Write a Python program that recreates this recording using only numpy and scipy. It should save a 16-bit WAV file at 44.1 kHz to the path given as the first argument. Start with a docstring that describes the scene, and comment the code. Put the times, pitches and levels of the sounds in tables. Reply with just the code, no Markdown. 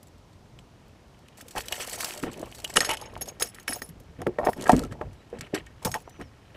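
"""Light wind and lake hush lie around a small swaying boat, where tackle ticks faintly. From 1.4 s a
hooked fish thrashes, rattling the lure's hooks and plastic body. Near 2.8 s steel pliers are dropped
among the tackle and jangle. Fish and gear thump the hollow deck, hardest at 4.7 s.
From 5.1 s a far bird whistles, before and after one last flurry."""
import sys
import numpy as np
from scipy import signal
from scipy.fft import rfft, irfft
from scipy.io import wavfile

SR = 44100
rng = np.random.default_rng(int(sys.argv[2]) if len(sys.argv) > 2 else 0)


def to_wav(sig):
    """Store sig (one row per channel, or 1-D mono) as 16-bit WAV at the path in sys.argv[1].

    Samples outside -1..1 are clipped; the rate is SR.
    """
    pcm = np.clip(np.atleast_2d(sig), -1, 1) * 32767
    pcm = np.round(pcm).astype(np.int16)
    wavfile.write(sys.argv[1], SR, pcm.T)  # frames by channels


N = 289560


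def from_db(db):
    return 10 ** (np.asarray(db) / 20)


def rms_one(x):
    return x / np.sqrt(np.mean(x ** 2) + 1e-20)


def curves(rows):
    """Draws one automation curve for each column after the time."""
    times, *columns = np.transpose(rows)
    return [np.interp(np.arange(N) / SR, times, column) for column in columns]


def equalise(x, spectrum):
    """Shapes x with an EQ curve of (frequency [Hz], gain [dB]) points."""
    hz, db = np.transpose(spectrum)
    grid = np.maximum(np.arange(len(x) // 2 + 1) * SR / len(x), 1)
    return irfft(rfft(x) * from_db(np.interp(np.log(grid), np.log(hz), db)), len(x))


def drift(rate_hz):
    """Smooth random modulation at unit RMS."""
    pole = np.exp(-2 * np.pi * rate_hz / SR)
    return rms_one(signal.lfilter([1], [1, -2 * pole, pole * pole], rng.standard_normal(N + SR))[SR:])


def ring(force, hz, t60):
    """One mode: a unit click sets off a dying sine of height 1."""
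    r, w = from_db(-60 / (t60 * SR)), 2 * np.pi * hz / SR
    return signal.lfilter([0, np.sin(w)], [1, -2 * r * np.cos(w), r * r], force + 1e-18)


def grains(per_s, spread_db):
    """Random tiny contacts of uneven size, at unit RMS."""
    when, size, sign = rng.random((round(per_s * N / SR), 3)).T
    size_db = spread_db * np.minimum(-np.log(1 - size), 4)
    out = np.zeros(N)
    out[(when * N).astype(int)] = from_db(size_db) * np.sign(sign - .5)
    return rms_one(out)


def add_hit(track, time, sound, peak_db):
    """Lays a one-shot on the track at the given peak level."""
    i = round(time * SR)
    track[i:i + len(sound)] += (from_db(peak_db) * sound / np.abs(sound).max())[:N - i]


# Tone of the lake bed: (frequency [Hz], relative level [dB])
LAKE_EQ = [(12, -35), (20, -18.5), (60, -1), (86, -0.5), (590, -10.5), (976, -14), (1150, -16.5),
           (1910, -23.5), (5530, -27.5), (13500, -41), (14900, -47), (16000, -67)]


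def lake_hush(level_db=-55.5):
    """The lake is a steady bed of dark noise."""
    return from_db(level_db) * rms_one(equalise(rng.standard_normal(N), LAKE_EQ))


# Low swells of rumble as the hull sways: (time [s], level [dB])
HULL_SWAYS = [(1.55, -46.5), (2.23, -36), (2.43, -44), (3.1, -44.5), (3.69, -45), (4.19, -46), (4.4, -42.5),
              (4.73, -27), (5.01, -37), (5.85, -37), (6.21, -45)]


def hull_sway(rise_s=0.014, t60=0.53):
    """Envelope of the swaying hull: each sway rises and dies away, and overlaps add in power."""
    times, db = np.transpose(HULL_SWAYS)
    power = np.full(N, 1e-18)
    np.add.at(power, (times * SR).astype(int), from_db(2 * db))
    rise, fall = np.exp(-1 / (rise_s * SR)), from_db(-2 * 60 / (t60 * SR))
    return np.sqrt(signal.lfilter([1 - rise], np.poly([rise, fall]), power))


# Fader ride of the wind on the microphone: (time [s], level [dB])
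WIND_RIDE = [(0, -56.5), (1.5, -58.5), (3.0, -55), (4.1, -54.5), (4.5, -51.5), (5.3, -60.5), (5.75, -50),
             (6.57, -58.5)]


def wind_and_hull():
    """Air over the microphone and the swaying hull share one lumpy low rumble."""
    band = signal.butter(2, [40, 130], "band", fs=SR, output="sos")
    rumble = signal.sosfilt(band, rng.standard_normal(N)) * from_db(2.9 * drift(3.5))
    return np.hypot(from_db(curves(WIND_RIDE)[0]), hull_sway()) * rms_one(rumble)


def whistle(contour, octave_db):
    """One bird note: a wavering sine and its octave, with soft ends."""
    hz, level_db = curves(contour)
    t = np.arange(N) / SR
    phase = 2 * np.pi * np.cumsum(hz * (1 + .004 * drift(42))) / SR
    gate = np.clip(np.minimum(t - contour[0][0], contour[-1][0] - t) / 0.017, 0, 1)
    tone = np.sin(phase) + from_db(octave_db) * np.sin(2 * phase)
    return np.sqrt(2) * gate * from_db(level_db + 3.4 * drift(36.8)) * tone


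# Contour of the arching whistle: (time [s], pitch [Hz], level [dB])
ARCHING_CALL = [(6.04, 5500, -73), (6.09, 6000, -72), (6.15, 6010, -68), (6.19, 5830, -71),
                (6.25, 5600, -68), (6.305, 4600, -72)]
# Calls on one pitch: (time [s], length [s], pitch [Hz], crest level [dB])
FLAT_CALLS = [(5.15, .11, 3890, -70), (5.345, 0.026, 3820, -64), (6.42, .13, 4050, -74)]


def far_bird(crest_share=.35, fade_db=19):
    """A far bird gives one almost pure arching whistle and short flat calls that crest early."""
    out = whistle(ARCHING_CALL, octave_db=-40)
    for time, length, hz, db in FLAT_CALLS:
        crest, end = time + crest_share * length, time + length
        out += whistle([(time, hz, db - fade_db), (crest, hz, db), (end, hz, db - fade_db)], octave_db=-12)
    return out


# Faint stirring of the gear, resting floor included: (time [s], metal [dB], plastic [dB], deck [dB])
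STIRRING = [(0, -67, -63, -60), (1.4, -67, -62, -57.5), (1.7, -52, -53.5, -52.5), (2.15, -50, -47.5, -47),
            (2.3, -64, -61.5, -56.5), (2.7, -57, -56, -50.5), (3.1, -66, -57.5, -49.5),
            (3.6, -67.5, -62, -59.5), (4.15, -70, -61.5, -55), (4.55, -64.5, -60.5, -51),
            (4.95, -68, -61, -48), (5.1, -70, -61, -55.5), (6.57, -69, -60, -62)]
# Bouts of shaking, sliding and tumbling:
# (start [s], end [s], metal [dB], plastic [dB], deck [dB], change by the end [dB])
THRASH_BOUTS = [(1.371, 1.42, -53.5, -60, -55, -5), (1.55, 1.588, -46, -45, -38.5, 6),
                (1.595, 1.614, -35, -52, -43, -10), (1.708, 1.791, -44, -47.5, -47, 1),
                (1.794, 1.845, -34, -34.5, -36.5, -7), (1.86, 1.96, -44, -55, -60, 3.5),
                (1.984, 2.12, -36, -46, -40.5, -8.5), (2.14, 2.198, -59, -57, -61, 11),
                (2.227, 2.287, -59, -38, -25, -10), (2.293, 2.482, -66.5, -58, -44.5, 1),
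                (2.539, 2.605, -49.5, -73, -72, -7), (2.638, 2.703, -63, -49, -47, -10),
                (2.755, 2.788, -22.5, -26.5, -21, -8.5), (2.805, 2.889, -31.5, -28, -30.5, -18.5),
                (2.887, 2.945, -34.5, -26, -32, -10), (2.954, 3.062, -64, -56, -50.5, 5),
                (3.207, 3.221, -36, -41, -41, -5), (3.269, 3.298, -44.5, -50, -62, -5),
                (3.402, 3.498, -34, -44, -40, -17.5), (3.509, 3.61, -73, -65.5, -64.5, 11.5),
                (3.675, 3.795, -35, -41.5, -35.5, -18.5), (3.812, 3.9, -49, -59, -43, -16.5),
                (4.182, 4.232, -80, -63.5, -41, 3), (4.268, 4.291, -64, -48, -20.5, -31),
                (4.383, 4.495, -79, -67, -35.5, 6), (4.444, 4.53, -53, -65, -40.5, -7),
                (4.558, 4.644, -63.5, -54, -43, 10.5), (4.65, 4.69, -48.5, -45, -26.5, -1),
                (4.702, 4.721, -43, -33, -16.5, -16), (4.72, 4.864, -45.5, -39.5, -22.5, -16),
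                (4.907, 4.929, -58.5, -49.5, -34, -3.5), (5.008, 5.064, -59, -62, -29.5, -33),
                (5.329, 5.389, -72, -58.5, -42.5, -2.5), (5.412, 5.47, -64, -46, -46.5, -3),
                (5.539, 5.609, -52, -31, -33.5, -19.5), (5.817, 5.85, -59, -58, -44.5, -1.5),
                (5.848, 5.886, -35, -41.5, -25.5, -8), (5.87, 6.023, -48, -64, -47.5, -14.5),
                (5.946, 5.994, -39, -34, -21, -35), (6.188, 6.224, -64.5, -52, -41.5, 0.5),
                (6.54, 6.6, -71, -50.5, -47, 7)]


def gear_motion(floors_db=(-67, -63, -59), attack_s=0.0083, release_s=0.014):
    """Envelopes of metal, plastic and deck: stirring above the floor and sudden bouts add in power."""
    t = np.arange(N) / SR
    power = np.maximum(from_db(curves(STIRRING)) ** 2 - from_db(floors_db)[:, None] ** 2, 0)
    for start, end, *levels_db, change_db in THRASH_BOUTS:
        gate = np.interp(t, [start, start + attack_s, end, end + release_s], [0, 1, 1, 0])
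        ramp = from_db(change_db * np.clip((t - start) / (end - start), 0, 1))
        power += (from_db(levels_db)[:, None] * gate * ramp) ** 2
    return np.sqrt(power)


def jingle(modes, per_s, gain):
    """Small contacts feed metal modes whose ring outlasts the motion."""
    energy = sum(from_db(2 * db) * t60 * SR / (4 * np.log(1000)) for hz, db, t60 in modes)
    rings = sum(from_db(db) * ring(gain * grains(per_s, spread_db=5), hz, t60) for hz, db, t60 in modes)
    return rings / np.sqrt(energy)


# Ring of the hooks: (frequency [Hz], relative level [dB], decay t60 [s])
HOOK_MODES = [(4490, -5, .018), (5190, -8, .012), (5900, -4, .01), (7750, -2, .013), (8150, -1, .011),
              (9380, -7, .01), (10900, -9, .01), (11500, -7, .01), (13300, -6, .012)]
# Ring of the steel pliers: (frequency [Hz], relative level [dB], decay t60 [s])
PLIER_MODES = [(5250, -7, .02), (5370, -6, .035), (5550, -8, .02), (6585, -4, .05), (8086, -11, .03),
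               (10290, -3, .036), (10385, -5, .02), (11380, -6, .018), (11520, -5, .032), (14780, -7, .035)]
# Bright crack of metal on metal: (frequency [Hz], relative level [dB])
CRACK_EQ = [(1500, -11), (4000, -6), (7000, -3.5), (11000, -4.5), (15000, -6)]


def metal_rattle(gain, plier_share):
    """Dense small metal contacts: a crackle with the ring of hooks and pliers."""
    crackle = grains(per_s=7000, spread_db=4.3) * from_db(4 * drift(70))
    cracks = rms_one(equalise(crackle, CRACK_EQ))
    hooks = jingle(HOOK_MODES, per_s=450, gain=gain * (1 - plier_share))
    pliers = jingle(PLIER_MODES, per_s=77, gain=gain * plier_share)
    return gain * cracks + from_db(-1.5) * hooks + from_db(4) * pliers


# Metal one-shots: (time [s], peak before muffling [dB], chatter t60 [s], ring against crack [dB])
CLINK_CUES = [(0.0293, -40.5, 0.03, -28), (0.07, -48, 0.02, 2), (0.082, -49, 0.02, -3),
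              (0.181, -53, 0.02, 0), (0.33, -53, 0.02, 0), (0.5885, -48, 0.058, 2), (0.881, -54, 0.02, -10),
              (1.08, -55, 0.02, -10), (1.19, -50, 0.024, -6), (1.282, -47, 0.025, -3),
              (1.379, -46, 0.017, 2), (1.4104, -30.5, 0.039, -28), (1.482, -30, 0.038, -31),
              (1.508, -35, 0.061, -5), (1.559, -41, 0.03, -9), (1.5802, -17.5, 0.028, -15),
              (1.608, -27, 0.03, -12), (1.6568, -33.5, 0.076, -15), (1.6835, -22, 0.014, -9),
              (1.723, -14, 0.019, -11), (1.8043, -36, 0.053, 0), (1.873, -26, 0.025, -27),
              (1.9111, -36, 0.033, -2), (1.93, -22, 0.035, 17), (2.0062, -18, 0.035, -35),
              (2.045, -14, 0.024, -9), (2.0868, -23.5, 0.053, -33), (2.137, -23, 0.012, -10),
              (2.158, -43, 0.024, -1), (2.175, -28.5, 0.025, -5), (2.2262, -31.5, 0.12, -12),
              (2.314, -38, 0.064, 9), (2.3302, -33.5, 0.052, -12), (2.374, -36, 0.025, -14),
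              (2.394, -36, 0.025, -12), (2.415, -34.5, 0.021, -21), (2.458, -38, 0.012, -25),
              (2.514, -39, 0.034, -6), (2.548, -32, 0.033, -28), (2.583, -36, 0.062, -11),
              (2.6, -31, 0.031, -5), (2.6437, -21.5, 0.034, -16), (2.676, -31, 0.018, -8),
              (2.6967, -31, 0.092, -2), (2.7385, -24.5, 0.037, -26), (2.7676, -3, 0.014, 6),
              (2.805, -9, 0.011, 0), (2.8464, -19, 0.093, 16), (2.8914, -15, 0.023, -9),
              (2.911, -13, 0.015, -15), (2.97, -29, 0.033, -10), (3.013, -29.5, 0.028, 3),
              (3.1378, -43, 0.027, -13), (3.1763, -36.5, 0.023, -28), (3.215, -24.5, 0.063, 29),
              (3.257, -35, 0.051, -15), (3.2819, -34, 0.015, -9), (3.3985, -21.5, 0.03, -10),
              (3.423, -7, 0.023, 4), (3.5452, -34, 0.045, -8), (3.598, -37, 0.02, -7),
              (3.6287, -42, 0.03, -24), (3.6781, -20.5, 0.03, 1), (3.7294, -20, 0.064, 29),
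              (3.8184, -26.5, 0.03, -2), (3.8897, -37, 0.025, -22), (3.999, -46, 0.04, -7.5),
              (4.035, -55, 0.018, -9), (4.217, -34, 0.016, -11), (4.2678, -33, 0.031, -19),
              (4.3884, -43, 0.039, -11), (4.403, -45, 0.02, -8), (4.4502, -27, 0.074, -6),
              (4.493, -34, 0.063, 6), (4.5291, -35, 0.04, -9), (4.6102, -25.5, 0.02, -14),
              (4.6216, -24, 0.033, -13), (4.64, -26, 0.018, -10), (4.678, -24, 0.022, -16),
              (4.6928, -19, 0.047, -31), (4.717, -17.5, 0.025, -31), (4.765, -19.5, 0.0065, -26),
              (4.7922, -21, 0.013, -21), (4.826, -36, 0.016, -7), (4.817, -37, 0.015, -11),
              (4.837, -29, 0.015, -22), (4.849, -35, 0.011, -13), (4.9218, -39, 0.044, -14),
              (5.13, -47.5, 0.06, -24), (5.3, -48, 0.017, -10), (5.388, -37, 0.028, -1),
              (5.409, -22.5, 0.027, -11), (5.545, -23.5, 0.057, 10), (5.586, -38, 0.027, -3),
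              (5.664, -39, 0.023, -8), (5.827, -37, 0.031, -20.5), (5.848, -15, 0.046, -17),
              (5.915, -25.5, 0.038, 9), (5.942, -19, 0.017, -6), (6.0023, -45, 0.022, -8.5),
              (6.0946, -41.5, 0.038, -26), (6.2136, -39, 0.018, -7)]


def metal_clinks(plier_share):
    """Each clink is a dying chatter of contacts, heard as a crack and ringing hooks or pliers."""
    out, t = np.zeros(N), np.arange(round(.12 * SR)) / SR
    modes = HOOK_MODES + PLIER_MODES
    noises = rng.standard_normal((len(CLINK_CUES), len(t)))
    scatters_db = 6.5 * np.clip(rng.standard_normal((len(CLINK_CUES), len(modes))), -1, 1)
    attack = 1 - np.exp(-t / 0.0004)
    for (time, peak_db, t60, ring_db), noise, scatter_db in zip(CLINK_CUES, noises, scatters_db):
        chatter = noise * attack * from_db(-60 * t / t60)
        share = plier_share[round(time * SR)]
        weights = [1 - share] * len(HOOK_MODES) + [share] * len(PLIER_MODES)
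        rings = sum(weight * from_db(db + offset_db) * ring(chatter, hz, mode_t60)
                    for (hz, db, mode_t60), weight, offset_db in zip(modes, weights, scatter_db))
        crack = rms_one(equalise(chatter, CRACK_EQ))
        add_hit(out, time, crack + from_db(ring_db) * rms_one(rings), peak_db)
    return out


# Crossfade and brightness of the metal: (time [s], pliers against hooks [0-1], top band gain [dB])
METAL_BLEND = [(0, 0, 0), (1.4, 0.15, -4.5), (2.72, 0.1, -7), (2.78, 0.46, -26), (3.1, 1, -12.5),
               (3.95, 1, 0.5), (4.4, 0.7, -7), (4.55, 1, 2), (4.6, 0.14, -20), (5.7, 0.1, -21.5),
               (5.85, 0.63, -4), (6.57, 0.4, -7)]


def hooks_and_pliers(gain, crossover_hz=11500):
    """The metal clinks and rattles while hand and gear muffle its highest treble."""
    plier_share, top_db = curves(METAL_BLEND)
    metal = metal_clinks(plier_share) + metal_rattle(gain, plier_share)
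    low, high = (signal.butter(2, crossover_hz, kind, fs=SR, output="sos") for kind in ("low", "high"))
    body = signal.sosfilt(np.vstack([low, low]), metal)
    top = signal.sosfilt(np.vstack([high, high]), metal)
    return body + from_db(top_db) * top


def contact_centre(cues):
    """The place being touched moves from blow to blow, heard as a gliding centre in Hz."""
    return curves(sorted((time, hz) for time, _, hz, _ in cues))[0]


def scuffle(modes, centre_hz, per_s, t60_cycles, octaves):
    """Rubbing and small bumps feed short rings of a body, strongest near the centre frequency."""
    lumps = from_db(2.5 * drift(30))
    weights = [from_db(db - 2.07 * (np.log2(hz / centre_hz) / octaves) ** 2) for hz, db in modes]
    rings = [rms_one(ring(grains(per_s, spread_db=5.03) * lumps, hz, t60_cycles / hz)) for hz, _ in modes]
    return sum(w * r for w, r in zip(weights, rings)) / np.sqrt(sum(w ** 2 for w in weights))


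def blows(cues, modes, octaves, roughness, contact_cycles):
    """Each blow wakes the modes near its centre; a scuffed contact keeps feeding them briefly."""
    out, t = np.zeros(N), np.arange(round(.15 * SR)) / SR
    noises = rng.standard_normal((len(cues), len(t)))
    scatters_db = 3.6 * rng.standard_normal((len(cues), len(modes)))
    for (time, peak_db, centre_hz, t60), noise, scatter_db in zip(cues, noises, scatters_db):
        force = roughness * noise * np.exp(-t * centre_hz / contact_cycles) / np.sqrt(SR / centre_hz)
        force[round(.0022 * SR)] += 1   # a sharp click 2 ms into the scuff gives the knock its attack
        soft_contact = signal.butter(1, 5.1 * centre_hz, fs=SR, output="sos")
        force = signal.sosfilt(soft_contact, force)
        body = 0
        for (hz, db), offset_db in zip(modes, scatter_db):
            off_centre_db = -3.6 * (np.log2(hz / centre_hz) / octaves) ** 2
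            mode_t60 = max(t60, .008) * (centre_hz / hz) ** 0.6
            body += from_db(db + off_centre_db + offset_db) * ring(force, hz, mode_t60)
        # a small body radiates little far below the struck modes
        low_cut = signal.butter(2, 0.39 * centre_hz, "high", fs=SR, output="sos")
        add_hit(out, time, signal.sosfilt(low_cut, body), peak_db)
    return out


# Resonances of the hard plastic: (frequency [Hz], relative level [dB])
PLASTIC_MODES = [(1330, 1.5), (1645, -0.5), (1851, 3.5), (2230, 1.5), (2570, 0), (2880, -0.5), (3032, 1.5),
                 (3280, -3.5), (3880, -5)]
# Plastic one-shots: (time [s], peak [dB], centre of the struck modes [Hz], decay t60 [s])
CLACK_CUES = [(0.5873, -36, 3170, 0.017), (1.2835, -39.5, 3060, 0.011), (1.4064, -36, 1840, 0.016),
              (1.561, -24.5, 1640, 0.046), (1.5772, -23, 2360, 0.012), (1.6045, -22.5, 2390, 0.0091),
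              (1.6825, -24, 3400, 0.024), (1.724, -14, 2980, 0.029), (1.803, -24, 3020, 0.048),
              (1.8834, -29.5, 2290, 0.022), (2.0042, -21, 2200, 0.018), (2.0318, -22.5, 1300, 0.0068),
              (2.106, -22, 2780, 0.0077), (2.2348, -18.5, 1250, 0.0061), (2.3394, -32.5, 2770, 0.018),
              (2.5227, -31.5, 2740, 0.022), (2.6459, -17, 3400, 0.034), (2.7008, -29.5, 2150, 0.026),
              (2.7585, -12.5, 1836, 0.033), (2.7691, -2.5, 2920, 0.022), (2.7696, -2.5, 1700, 0.014),
              (2.805, -13, 1780, 0.047), (2.847, -20, 1970, 0.014), (2.8923, -25, 2210, 0.018),
              (2.9098, -18.5, 2720, 0.07), (2.97, -26.5, 3030, 0.03), (3.1526, -29.5, 2580, 0.0084),
              (3.4054, -29, 1530, 0.034), (3.4194, -18, 1660, 0.016), (3.5836, -30.5, 1640, 0.012),
              (3.6778, -14, 2080, 0.029), (3.723, -21.5, 1850, 0.03), (3.8178, -22, 1830, 0.022),
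              (4.2172, -27, 1480, 0.0076), (4.2669, -15.5, 1470, 0.0082), (4.3845, -22, 1750, 0.039),
              (4.44, -32, 1760, 0.07), (4.4682, -18.5, 1940, 0.028), (4.5308, -26.5, 1960, 0.017),
              (4.6562, -23, 1490, 0.09), (4.6672, -17, 1280, 0.027), (4.6932, -11, 1810, 0.038),
              (4.7372, -24, 1320, 0.014), (4.8326, -31.5, 1230, 0.061), (4.922, -31.5, 1480, 0.021),
              (5.012, -23.5, 1390, 0.015), (5.3843, -36.5, 1990, 0.018), (5.4066, -26.5, 2020, 0.024),
              (5.5476, -22, 1940, 0.058), (5.666, -38, 2170, 0.051), (5.8498, -24.5, 1840, 0.034),
              (5.9396, -15.5, 1810, 0.024), (6.2106, -30.5, 1650, 0.015)]


def plastic_lure(gain):
    """The lure's hard body clacks when struck and scuffles as it is shaken."""
    clacks = blows(CLACK_CUES, PLASTIC_MODES, octaves=0.24, roughness=0.088, contact_cycles=3.8)
    rubbing = scuffle(PLASTIC_MODES, contact_centre(CLACK_CUES), per_s=500, t60_cycles=26, octaves=.8)
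    return clacks + gain * rubbing


# Resonances of the hollow deck: (frequency [Hz], relative level [dB])
DECK_MODES = [(80, -14), (125, -11.5), (155, -4), (208, -2.5), (260, -1.5), (330, -4.5), (383, -1),
              (476, 2.5), (603, 1.5), (725, 4), (880, 4.5), (1066, 2.5)]
# Deck one-shots: (time [s], peak [dB], centre of the struck modes [Hz], decay t60 [s])
THUMP_CUES = [(1.551, -28.5, 670, 0.032), (1.719, -34, 726, 0.15), (1.797, -39, 646, 0.034),
              (1.876, -30.5, 656, 0.026), (1.939, -31.5, 770, 0.019), (2.029, -37, 1040, 0.15),
              (2.17, -40, 655, 0.14), (2.232, -28, 175, 0.053), (2.396, -34, 348, 0.084),
              (2.428, -22, 570, 0.0086), (2.594, -46.5, 635, 0.06), (2.638, -37, 535, 0.038),
              (2.695, -34, 1000, 0.039), (2.761, -22.5, 406, 0.12), (2.872, -30.5, 594, 0.11),
              (2.915, -23.5, 880, 0.09), (3.02, -39, 870, 0.18), (3.163, -26.5, 800, 0.029),
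              (3.212, -34, 500, 0.029), (3.278, -33, 660, 0.037), (3.419, -24.5, 451, 0.03),
              (3.677, -43, 263, 0.092), (3.759, -32, 705, 0.045), (3.816, -40, 266, 0.052),
              (3.888, -38.5, 162, 0.13), (4.187, -34, 124, 0.043), (4.216, -32.5, 390, 0.059),
              (4.265, -13.5, 394, 0.038), (4.385, -13.5, 578, 0.038), (4.447, -29, 650, 0.078),
              (4.469, -8.5, 663, 0.038), (4.597, -32.5, 198, 0.067), (4.693, 2.5, 673, 0.04),
              (4.73, -4.5, 282, 0.028), (4.917, -34, 145, 0.024), (5.01, -20.5, 576, 0.041),
              (5.327, -26, 450, 0.061), (5.389, -36, 121, 0.057), (5.527, -34.5, 606, 0.028),
              (5.535, -16, 336, 0.082), (5.853, -25, 917, 0.088), (5.854, -21.5, 165, 0.062),
              (5.868, -21, 815, 0.05), (5.953, -26, 910, 0.064), (6.075, -30.5, 738, 0.031),
              (6.211, -34.5, 268, 0.082)]


def hollow_deck(gain, rest_hz=214.7, takeover_db=-53.5):
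    """Fish and gear thump and rub the deck; firm motion pulls its murmur toward the struck modes."""
    thumps = blows(THUMP_CUES, DECK_MODES, octaves=0.17, roughness=0.47, contact_cycles=5.9)
    touch = gain ** 2 / (gain ** 2 + from_db(2 * takeover_db))
    centre_hz = rest_hz * (contact_centre(THUMP_CUES) / rest_hz) ** touch
    rubbing = scuffle(DECK_MODES[1:], centre_hz, per_s=200, t60_cycles=16, octaves=.7)
    return thumps + gain * rubbing


def scene():
    """Mono mix of deck, lure and metal over the lake ambience."""
    metal_gain, plastic_gain, deck_gain = gear_motion()
    action = hollow_deck(deck_gain) + plastic_lure(plastic_gain) + hooks_and_pliers(metal_gain)
    ambience = lake_hush() + wind_and_hull() + far_bird()
    return (action + ambience)[None]


def record(dry, headroom=1.05, mic_top_hz=15300, cutoff_hz=16480):
    """Soft clipping rounds the peaks; the microphone rolls off the very top, then comes a steep cut."""
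    rounded = headroom * np.tanh(dry / headroom)
    rolled_off = signal.sosfilt(signal.butter(10, mic_top_hz, fs=SR, output="sos"), rounded)
    return signal.sosfilt(signal.cheby2(12, 60, cutoff_hz, fs=SR, output="sos"), rolled_off)


dry = scene()
out = record(dry)
to_wav(out)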